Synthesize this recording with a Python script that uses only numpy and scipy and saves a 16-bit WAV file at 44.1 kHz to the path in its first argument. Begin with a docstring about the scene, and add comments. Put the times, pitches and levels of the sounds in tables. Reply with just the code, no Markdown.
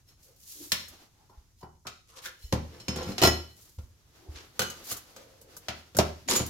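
"""A kneeling worker levers a metal threshold strip off a plank floor in a narrow hallway.
First clothes rustle and a flat steel pry bar scrapes and jabs under the strip; knees thump the floor.
The strip cracks free, then the bar is dragged over the planks and dropped with a ringing clatter.
Last, a smaller blade taps and pries the other end up: the strip slaps the wood and squeals.
The close walls answer each blow with a short echo."""
import sys
import numpy as np
from scipy import signal
from scipy.fft import rfft, irfft
from scipy.io import wavfile
from scipy.ndimage import uniform_filter1d

SR = 44100
rng = np.random.default_rng(int(sys.argv[2]) if len(sys.argv) > 2 else 0)


def store_wav(level_fs):
    """Save 16-bit WAV to argv[1]."""
    pcm = np.round(np.clip(np.atleast_2d(level_fs), -1, 1) * 32767)
    wavfile.write(sys.argv[1], SR, pcm.T.astype(np.int16))


N = 286209
TIME = np.arange(N) / SR
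RING_TIME = TIME[:SR * 2 // 5]  # the 0.4 seconds that one strike may ring


def undb(db):
    """Turn decibels into a gain."""
    return 10 ** (np.asarray(db) / 20)


def fade(t60):
    """A dying sound's level. The fade time t60 is the seconds it takes to drop 60 dB."""
    return undb(-60 * RING_TIME / t60)


def read(points, hz):
    """Look up a value between a table's pitches, on a musical (log) scale."""
    pitches, values = np.transpose(points)
    return np.interp(np.log(hz + 1), np.log(pitches), values)


def convolve(x, response):
    """Let every sample of a sound set off a response, channel by channel."""
    return signal.fftconvolve(np.atleast_2d(x), np.atleast_2d(response), axes=-1)


def tint(x, points, size=4096):
    """Make some pitches louder and others softer, following rows of Hz and dB."""
    cepstrum = irfft(np.log(undb(read(points, np.fft.rfftfreq(size, 1 / SR)))))
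    # fold the filter so that nothing sounds ahead of its cause
    cepstrum[1:size // 2] *= 2
    cepstrum[size // 2 + 1:] = 0
    return convolve(x, irfft(np.exp(rfft(cepstrum))))[:, :x.shape[-1]]


def band(x, hz, spread):
    """Keep the pitches from hz divided by spread to hz times spread."""
    edges = [hz / spread, min(hz * spread, SR * .45)]
    return signal.sosfilt(signal.butter(2, edges, "band", fs=SR, output="sos"), x)


def unit(x):
    """Scale to an average (rms) level of 1."""
    return x / np.sqrt(np.mean(x ** 2))


def attack_unit(x):
    """Scale so that the first 25 ms have an average (rms) level of 1."""
    return x / np.sqrt(np.mean(x[..., :SR // 40] ** 2))


def add(out, start_s, x):
    """Mix x into out at the given time."""
    i = max(int(start_s * SR), 0)
    out[:, i:i + x.shape[-1]] += x[..., :N - i]


def stereo_noise(size=len(RING_TIME), split_hz=700, bass_likeness=0.87):
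    """White noise whose left and right are alike in the bass and unrelated in the treble."""
    alike = bass_likeness / (1 + (np.fft.rfftfreq(size, 1 / SR) / split_hz) ** 2)
    mid, side = rfft(rng.standard_normal((2, size)))
    mid, side = mid * np.sqrt(1 + alike), side * np.sqrt(1 - alike)
    return unit(irfft(np.array([mid + side, mid - side]), size))


def swell(peak, rise, fall, edge_db):
    """Start time and pressure of a stroke that builds to its peak and eases off."""
    db = np.interp(TIME[:SR * 2 // 3], [0, rise, rise + fall], [edge_db, 0, edge_db], right=-120)
    return peak - rise, undb(db)


def efforts(rows, edge_db):
    """Gain of overlapping swells, each at edge_db one rise before and one fall after its peak."""
    power = 0
    for peak, rise, fall, db in rows:
        distance = np.maximum((peak - TIME) / rise, (TIME - peak) / fall)
        power += undb(db + edge_db * distance) ** 2
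    return np.sqrt(power)


def air(level_db=-63.5):
    """The still air of the house: a low rumble and a faint hiss."""
    # Each row: pitch in Hz, relative level in dB.
    air_colour = [(20, -11), (50, 1.5), (110, 0.5), (200, -13), (400, -26), (1000, -45), (2500, -39.5),
                  (6000, -24), (16000, -33)]
    return undb(level_db) * unit(tint(stereo_noise(N), air_colour))


def clothes(flutter_db=4.0):
    """Denim rubs and folds as the body shifts."""
    # The tone of the cloth. Each row: pitch in Hz, relative level in dB.
    cloth_colour = [(100, 1), (300, 11.5), (600, 5.5), (1200, 4.5), (2500, 1), (5000, 1.5), (8000, -3),
                    (15000, -4.5)]
    # Body movements. Each row: peak time, rise and fall in seconds, level in dB.
    moves = [(0.95, 0.9, 0.47, -58), (3.15, 0.54, 0.29, -48.5), (4.8, 0.92, 1, -51.5),
             (5.65, 0.27, 0.78, -59.5), (6.47, 0.28, .2, -48)]
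    folds = np.interp(TIME, np.linspace(0, N / SR, 160), rng.standard_normal(160))
    rustle = unit(tint(stereo_noise(N), cloth_colour))
    return rustle * efforts(moves, edge_db=-14) * undb(flutter_db * folds)


def scrapes(slip_spread_db=2.0, grit_spread=2.37, grit_t60=0.0021, judder_db=-1.5):
    """Sliding metal sticks and slips; the tiny catches hiss and shake the plank and the bar."""
    # Each row: peak time, rise and fall in seconds, kind of slide, hiss level in dB.
    strokes = [ (0.087, .031, .059, "graze", -57.5), (0.238, .045, .14, "skim", -53.5),
               (0.511, .15, .3, "skim", -42.5), (0.63, .13, .16, "skim", -41.5),
               (1.613, .053, .02, "graze", -59), (2.095, 0.031, 0.11, "pry", -55.5),
               (2.174, 0.028, 0.035, "pry", -45), (2.262, .042, 0.055, "lever", -38.5),
               (2.261, 0.045, 0.037, "skim", -36.5), (2.431, .061, .15, "graze", -52.5),
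               (2.74, .08, .14, "drag", -58), (2.99, .1, .19, "drag", -44),
               (3.195, .018, .05, "lever", -37.5), (3.619, .19, .3, "skim", -53),
               (4.359, 0.015, .11, "lever", -45), (4.912, .073, .025, "skim", -30.5),
               (4.92, .08, 0.053, "lever", -41), (6.305, .028, .14, "pry", -22.5),
               (6.364, .04, .04, "pry", -29.5), (6.47, .08, .09, "pry", -59)]
    # Steel glides (skim), sings (graze), grinds under the strip (lever), is pulled over the planks
    # (drag) or is forced along the strip (pry). Each row: kind, catches per second, hiss pitch in Hz,
    # then plank knock and bar ring in dB relative to the hiss.
    slides = [ ("skim", 23000, 11000, -37, -31), ("graze", 11000, 6800, -19, -2.1),
              ("lever", 5000, 2400, -14, -19.5), ("drag", 1800, 1800, 6.7, -4),
              ("pry", 4000, 4700, -8, -24)]
    kinds = {name: settings for name, *settings in slides}
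    out = np.zeros((2, N))
    for peak, rise, fall, kind, grit_db in strokes:
        catches_per_s, grit_hz, knock_db, ring_db = kinds[kind]
        start, pressure = swell(peak, rise, fall, edge_db=-20)
        size = len(pressure)
        judder = undb(judder_db * unit(uniform_filter1d(rng.standard_normal(size), size=300)))
        caught = rng.random(size) < catches_per_s / SR
        signs = rng.choice([-1, 1], size)
        catches = caught * signs * undb(slip_spread_db * np.minimum(rng.exponential(size=size), 5))
        bursts = convolve(np.abs(catches), fade(grit_t60))[:, :size]
        grit = unit(band(stereo_noise(size) * bursts, grit_hz, grit_spread))
        add(out, start, undb(grit_db) * grit * pressure * judder)
        parts = (plank(), knock_db), (ring(metal_notes("held bar"), scatter_db=2.0), ring_db)
        response = sum(undb(grit_db + db) * part / np.linalg.norm(part[0]) for part, db in parts)
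        add(out, start, convolve(unit(catches) * pressure * judder, response))
    return out


def ring(notes, scatter_db, apart_hz=1800, detune=0.002):
    """A struck object rings at its own fading notes, a little differently each time."""
    hz, db, t60 = np.transpose(notes)[:, :, None]
    level_luck, side_luck, pitch_luck = rng.standard_normal((3, len(notes), 1))
    hz = hz * (1 + detune * pitch_luck)
    swing = undb(db + scatter_db * level_luck) * fade(t60) * np.exp(2j * np.pi * hz * RING_TIME)
    # left and right are further out of step for higher notes, up to a quarter cycle
    lag = np.minimum(hz / apart_hz, np.pi / 4) * np.sign(side_luck)
    polarity = (-1) ** np.arange(len(notes))
    left_right = polarity * np.exp(1j * lag * [1, -1]).T
    return (left_right @ swing).imag


def plank(spot_hz=500, spot_db=-2, spot_t60=0.032, crowd_db=-2, crowd_t60=0.091):
    """Knocked wood: a few clear notes, a crowd of short ones, and the hollow note of the spot hit."""
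    # Each row: pitch in Hz, level in dB, fade time in seconds.
    plank_notes = [(356, -1, 0.087), (418.5, -0.5, 0.048), (498, -5, 0.056), (578, 1.5, 0.031),
                   (660, -1, 0.03), (829, -7.5, 0.024), (966, 0.5, 0.045), (1070, -15, 0.038),
                   (1380, -16, 0.2)]
    crowd = attack_unit(band(stereo_noise(), hz=650, spread=1.91) * fade(crowd_t60))
    spot = attack_unit(np.sin(2 * np.pi * spot_hz * RING_TIME) * fade(spot_t60))
    clear = attack_unit(ring(plank_notes, scatter_db=-4.5))
    wood = attack_unit(clear + undb(crowd_db) * crowd)
    return attack_unit(wood + undb(spot_db) * spot)


def metal_notes(metal, grip_hz=4660, grip_db_per_octave=-4):
    """The notes of each metal part; a hand on the bar softens those far from grip_hz."""
    # The pry bar, the strip and the blade. Each row: pitch in Hz, level in dB, fade time in seconds.
    bar = [(1938, -4, .15), (2988, -6, .3), (4160, 1, .2), (5130, -6, .22), (5362, -1, .24),
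           (6481, -8, .16), (6907, -9, .22), (8290, -19, .14), (9055, -22, .2), (9515, -12, .18),
           (10250, -19, .16), (10810, -20, .2), (11520, -13, .13), (11792, -7, .19), (12240, -17, .2),
           (12808, -14, .18), (14400, -18, .15)]
    strip = [(2810, -13.5, 0.027), (3500, -2, 0.062), (3810, -2.5, .08), (4140, 1, 0.055),
             (4310, -6, 0.075), (4670, 1, .05), (5420, -3, 0.14), (6940, -8.5, 0.06), (7160, -11, .05),
             (9820, -13, .06), (12900, -14.5, .09)]
    blade = [(1218, -3.5, 0.05), (1518, 5, 0.025), (2640, -21, 0.087), (2950, -19, 0.3), (4200, -9.5, 0.12),
             (4720, -14, 0.056), (6480, 2, 0.064), (7800, -2.5, 0.11)]
    held = [(hz, db + grip_db_per_octave * abs(np.log2(hz / grip_hz)), t60) for hz, db, t60 in bar]
    return {"bar": bar, "held bar": held, "strip": strip, "blade": blade}[metal]


def hallway(x, first_s=0.0053, build_s=0.0028, echo_db=-1):
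    """Close walls return a dense, short echo that lasts longest in the bass."""
    # How long the echo lasts. Each row: pitch in Hz, fade time in seconds.
    fade_times = [(80, 0.66), (210, 0.4), (560, 0.3452), (1500, 0.35), (4000, 0.45), (10000, 0.44),
                  (16000, 0.42)]
    # The tone of the echo. Each row: pitch in Hz, gain in dB.
    echo_colour = [(50, -5), (150, -4.5), (500, 2.5), (1400, 3.5), (2200, 0), (4000, -4), (8000, -7.5),
                   (15000, -8)]
    hz, t, spectrum = signal.stft(stereo_noise(), SR, nperseg=256)
    spectrum = spectrum * undb(-60 * t / read(fade_times, hz)[:, None])
    tail = signal.istft(spectrum, SR)[1][:, :len(RING_TIME)]
    tail *= np.clip((RING_TIME - first_s) / build_s, 0, 1)
    tail = tint(tail / np.linalg.norm(tail[0]), echo_colour)
    return undb(echo_db) * convolve(x, tail)[:, :N]


def rubs(wide_db=-8):
    """Tools, hands and knees rub the floor; each soft rub stirs one hollow note."""
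    # Each row: peak time and length in seconds, level in dB, pitch in Hz.
    strokes = [(0.309, 0.19, -66.5, 513), (0.614, 0.13, -49.5, 314), (1.019, 0.098, -64, 775),
               (1.211, 0.12, -66.5, 850), (1.332, 0.088, -59.5, 898), (1.648, .08, -49, 870),
               (1.875, .05, -43, 1300), (2.168, 0.16, -55.5, 1150), (2.264, 0.045, -39.5, 1600),
               (4.299, .3, -56, 358), (4.284, .2, -61.5, 740), (5.22, 0.37, -57, 520),
               (5.471, 0.5, -60, 487), (6.349, .18, -35.5, 251)]
    out = np.zeros((2, N))
    for peak, length, db, hz in strokes:
        start, pressure = swell(peak, length / 2, length / 2, edge_db=-16)
        friction = stereo_noise(len(pressure))
        narrow = unit(band(friction, hz, spread=1.124))
        wide = unit(band(friction, hz, spread=1.4))
        add(out, start, undb(db) * pressure * unit(narrow + undb(wide_db) * wide))
    return out


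def blows(snap_t60=0.0045, chatter_t60=0.098, chatter_db=-11, wide_db=-19, tick_hz=11500,
          bite_s=0.00057, firm_db=-26, softening=0.28, brightening=0.16):
    """Each blow cracks, ticks, knocks the plank, shakes the floor beneath and rings the metal."""
    # Each row: start in seconds, kind of contact, strength in dB, hardness in dB per octave.
    tool_blows = [ (0.719, "jab", -25.5, 0), (0.882, "tick", -50, 1.4), (1.295, "press", -59.5, 1.5),
                  (1.628, "press", -48.5, -0.5), (1.853, "press", -53.5, -0.7), (1.869, "snap", -41.5, 1.4),
                  (2.183, "snap", -52.5, 1), (2.525, "bump", -23, 0.5), (2.800, "clink", -52.5, .5),
                  (2.882, "clink", -34, -1.2), (2.96, "bump", -33.5, 1.8), (3.063, "bump", -49, -2.5),
                  (3.084, "bump", -43.5, -2.5), (3.105, "bump", -48, -1.8), (3.181, "snap", -33, 0.1),
                  (3.785, "bump", -50.5, 0.8), (4.593, "tap", -30, 0.9), (4.618, "tap", -37, 1.5),
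                  (4.700, "tap", -48.5, 2.4), (4.913, "tick", -32.5, 0.5), (4.923, "tick", -35, 0.7),
                  (4.967, "tick", -45, 2.2), (5.163, "tap", -53.5, 0.7), (5.413, "tick", -50.5, -0.6),
                  (5.566, "tick", -43, 0.4), (5.684, "snap", -33, -1.6), (5.948, "bump", -40, 0.8),
                  (5.968, "tick", -25, -1.3), (5.987, "slap", -17, 0.54), (6, "snap", -34.5, -4),
                  (6.286, "snap", -32, -1.6), (6.36, "tick", -25, -0.1), (6.400, "bump", -30.5, 0.3),
                  (6.463, "tick", -42, 1.7)]
    # How each contact shares out its strength. Each row: kind, metal that rings, thud in dB, knock in
    # dB and its pitch in Hz, crack in dB and its base pitch in Hz, then tick, ring and echo in dB.
    contacts = [ ("jab", "strip", -17.5, -19, 1057, 0, 3530, -1, -2, -2),
                ("snap", "strip", -15, -8.5, 750, 0, 3280, -11.5, -11, -1.8),
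                ("press", "strip", -0.63, 0, 1000, -22, 1300, -14, -16, -3.9),
                ("bump", "held bar", 1.5, -4.5, 510, -10.5, 3400, -18.5, -36, -4),
                ("clink", "held bar", -1, -8, 390, 0, 4440, -17, 0, -1),
                ("heel", "bar", -3, 0, 350, -3.5, 2700, -4, -2, -6.5),
                ("claw", "bar", -29, -1.2, 690, -3, 3800, -13.5, -5, -4),
                ("tap", "blade", -5.5, -2.2, 510, 0, 3300, -1.3, -1.5, -0.85),
                ("tick", "blade", -17, -16.5, 520, -13.5, 8400, 0, -14, -8.5),
                ("slap", "strip", -3.5, 0, 635, -8, 3600, -15, -17.5, -6.5)]
    # The floor under the planks. Each row: pitch in Hz, level in dB, fade time in seconds.
    subfloor = [(47, -20, 0.45), (78.1, -6.5, .3), (117, 1.5, 0.16), (157.4, 0, 0.11), (198.5, -0.5, 0.13),
                (238.4, -7.5, 0.24), (297, -4, 0.095)]
    kinds = {name: shares for name, *shares in contacts}
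    contact = fade(snap_t60) + undb(chatter_db) * fade(chatter_t60)
    direct, to_walls = np.zeros((2, 2, N))
    for start, kind, strength_db, hardness in tool_blows + dropped_bar() + dragged_bar():
        metal, thud_db, knock_db, knock_hz, crack_db, crack_hz, tick_db, ring_db, echo_db = kinds[kind]
        crack_hz = crack_hz * 2 ** (brightening * hardness)
        # a strong blow bites at once, a gentle push takes a few milliseconds
        rise_s = bite_s * undb(softening * (firm_db - strength_db - crack_db))
        bite = 1 - np.exp(-RING_TIME / rise_s)
        burst = stereo_noise() * contact
        crack = band(burst, crack_hz, spread=1.94) + undb(wide_db) * band(burst, crack_hz, spread=3.5)
        tick = band(stereo_noise() * contact, tick_hz, spread=1.79)
        parts = [(crack, crack_db, crack_hz),
                 (tick, tick_db, tick_hz),
                 (plank(knock_hz), knock_db, knock_hz),
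                 (ring(subfloor, scatter_db=2.5), thud_db, 170),
                 (ring(metal_notes(metal), scatter_db=5.0), ring_db, 5000)]
        blow = 0
        for part, db, hz in parts:
            tilt_db = hardness * np.log2(hz / 2000)  # hardness favours the parts above 2000 Hz
            blow += undb(strength_db + db + tilt_db) * attack_unit(part * bite)
        add(direct, start, blow)
        add(to_walls, start, blow * undb(echo_db))
    return direct, to_walls


def thumps(swell_s=0.011):
    """A knee or a shift of weight rocks the floor for a few slow swings."""
    # Each row: start in seconds, level in dB, pitch in Hz.
    pushes = [(0.899, -55, 66), (1.373, -47, 52.5), (2.439, -38.5, 52), (3.779, -36.5, 80.7),
              (3.831, -48, 57.5), (4.285, -38.5, 72.6), (4.35, -47, 60.3)]
    shape = (RING_TIME / swell_s * np.exp(1 - RING_TIME / swell_s)) ** 2
    out = np.zeros((2, N))
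    for start, db, hz in pushes:
        add(out, start, undb(db) * attack_unit(shape * np.sin(2 * np.pi * hz * RING_TIME)))
    return out


def dragged_bar(from_s=2.9, to_s=3.3, count=5, strength_db=-47.5, hardness=0.1):
    """Rows for blows(): the dragged bar skips over the wood grain in small, uneven clinks."""
    progress = (np.arange(count) + rng.random(count)) / count
    starts = np.interp(progress, [0, 1], [from_s, to_s])
    return [(start, "clink", strength_db + rng.standard_normal(), hardness) for start in starts]


def dropped_bar(start_s=3.217, strength_db=-19.5, gap_s=0.0072, stretch=1.46, wobble_s=0.0003):
    """Rows for blows(): the bar rocks between heavy heel and light claw, each swing longer."""
    rows = []
    for k, db in enumerate([-8, -4, 0, -2, -4]):  # the third touch is the full landing
        end = "claw" if k % 2 else "heel"
        rows.append((start_s + wobble_s * rng.standard_normal(), end, strength_db + db, 0))
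        start_s += gap_s * stretch ** k
    return rows


def squeal(pitch_hz=6961, waver_hz=110):
    """Like a violin bow, the blade draws one high, unsteady note from the strip."""
    # Each row: peak time, rise and fall in seconds, level in dB.
    strokes = [(6.29, 0.008, 0.042, -24.5), (6.368, 0.027, 0.045, -21)]
    waver = unit(uniform_filter1d(rng.standard_normal(N), SR // 400))
    phase = 2 * np.pi * np.cumsum(pitch_hz + waver_hz * waver) / SR
    left_right = np.array([0.95 * np.sin(phase), 1.44 * np.cos(phase)])
    return left_right * efforts(strokes, edge_db=-20)


def scene(scrape_echo_db=-4, thump_echo_db=-6):
    """Tools and knees with their echo, plus rustling clothes and still air."""
    struck, to_walls = blows()
    sliding = scrapes() + rubs() + squeal()
    knees = thumps()
    echo = hallway(to_walls + undb(scrape_echo_db) * sliding + undb(thump_echo_db) * knees)
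    return struck + sliding + knees + echo + air() + clothes()


def record(dry):
    """A phone on the floor dips the treble, rounds the peaks and cuts off above 16000 Hz."""
    # The tone of the microphone. Each row: pitch in Hz, gain in dB.
    microphone = [(30, -1), (2000, -0.5), (6800, 0), (8600, -6), (10500, -2.5), (12500, -0.5),
                  (16000, -9.5)]
    rounded = np.tanh(tint(dry, microphone))
    top_cut = signal.ellip(8, .2, 70, 16000, fs=SR, output="sos")
    return signal.sosfilt(top_cut, rounded)


dry = scene()
out = record(dry)
store_wav(out)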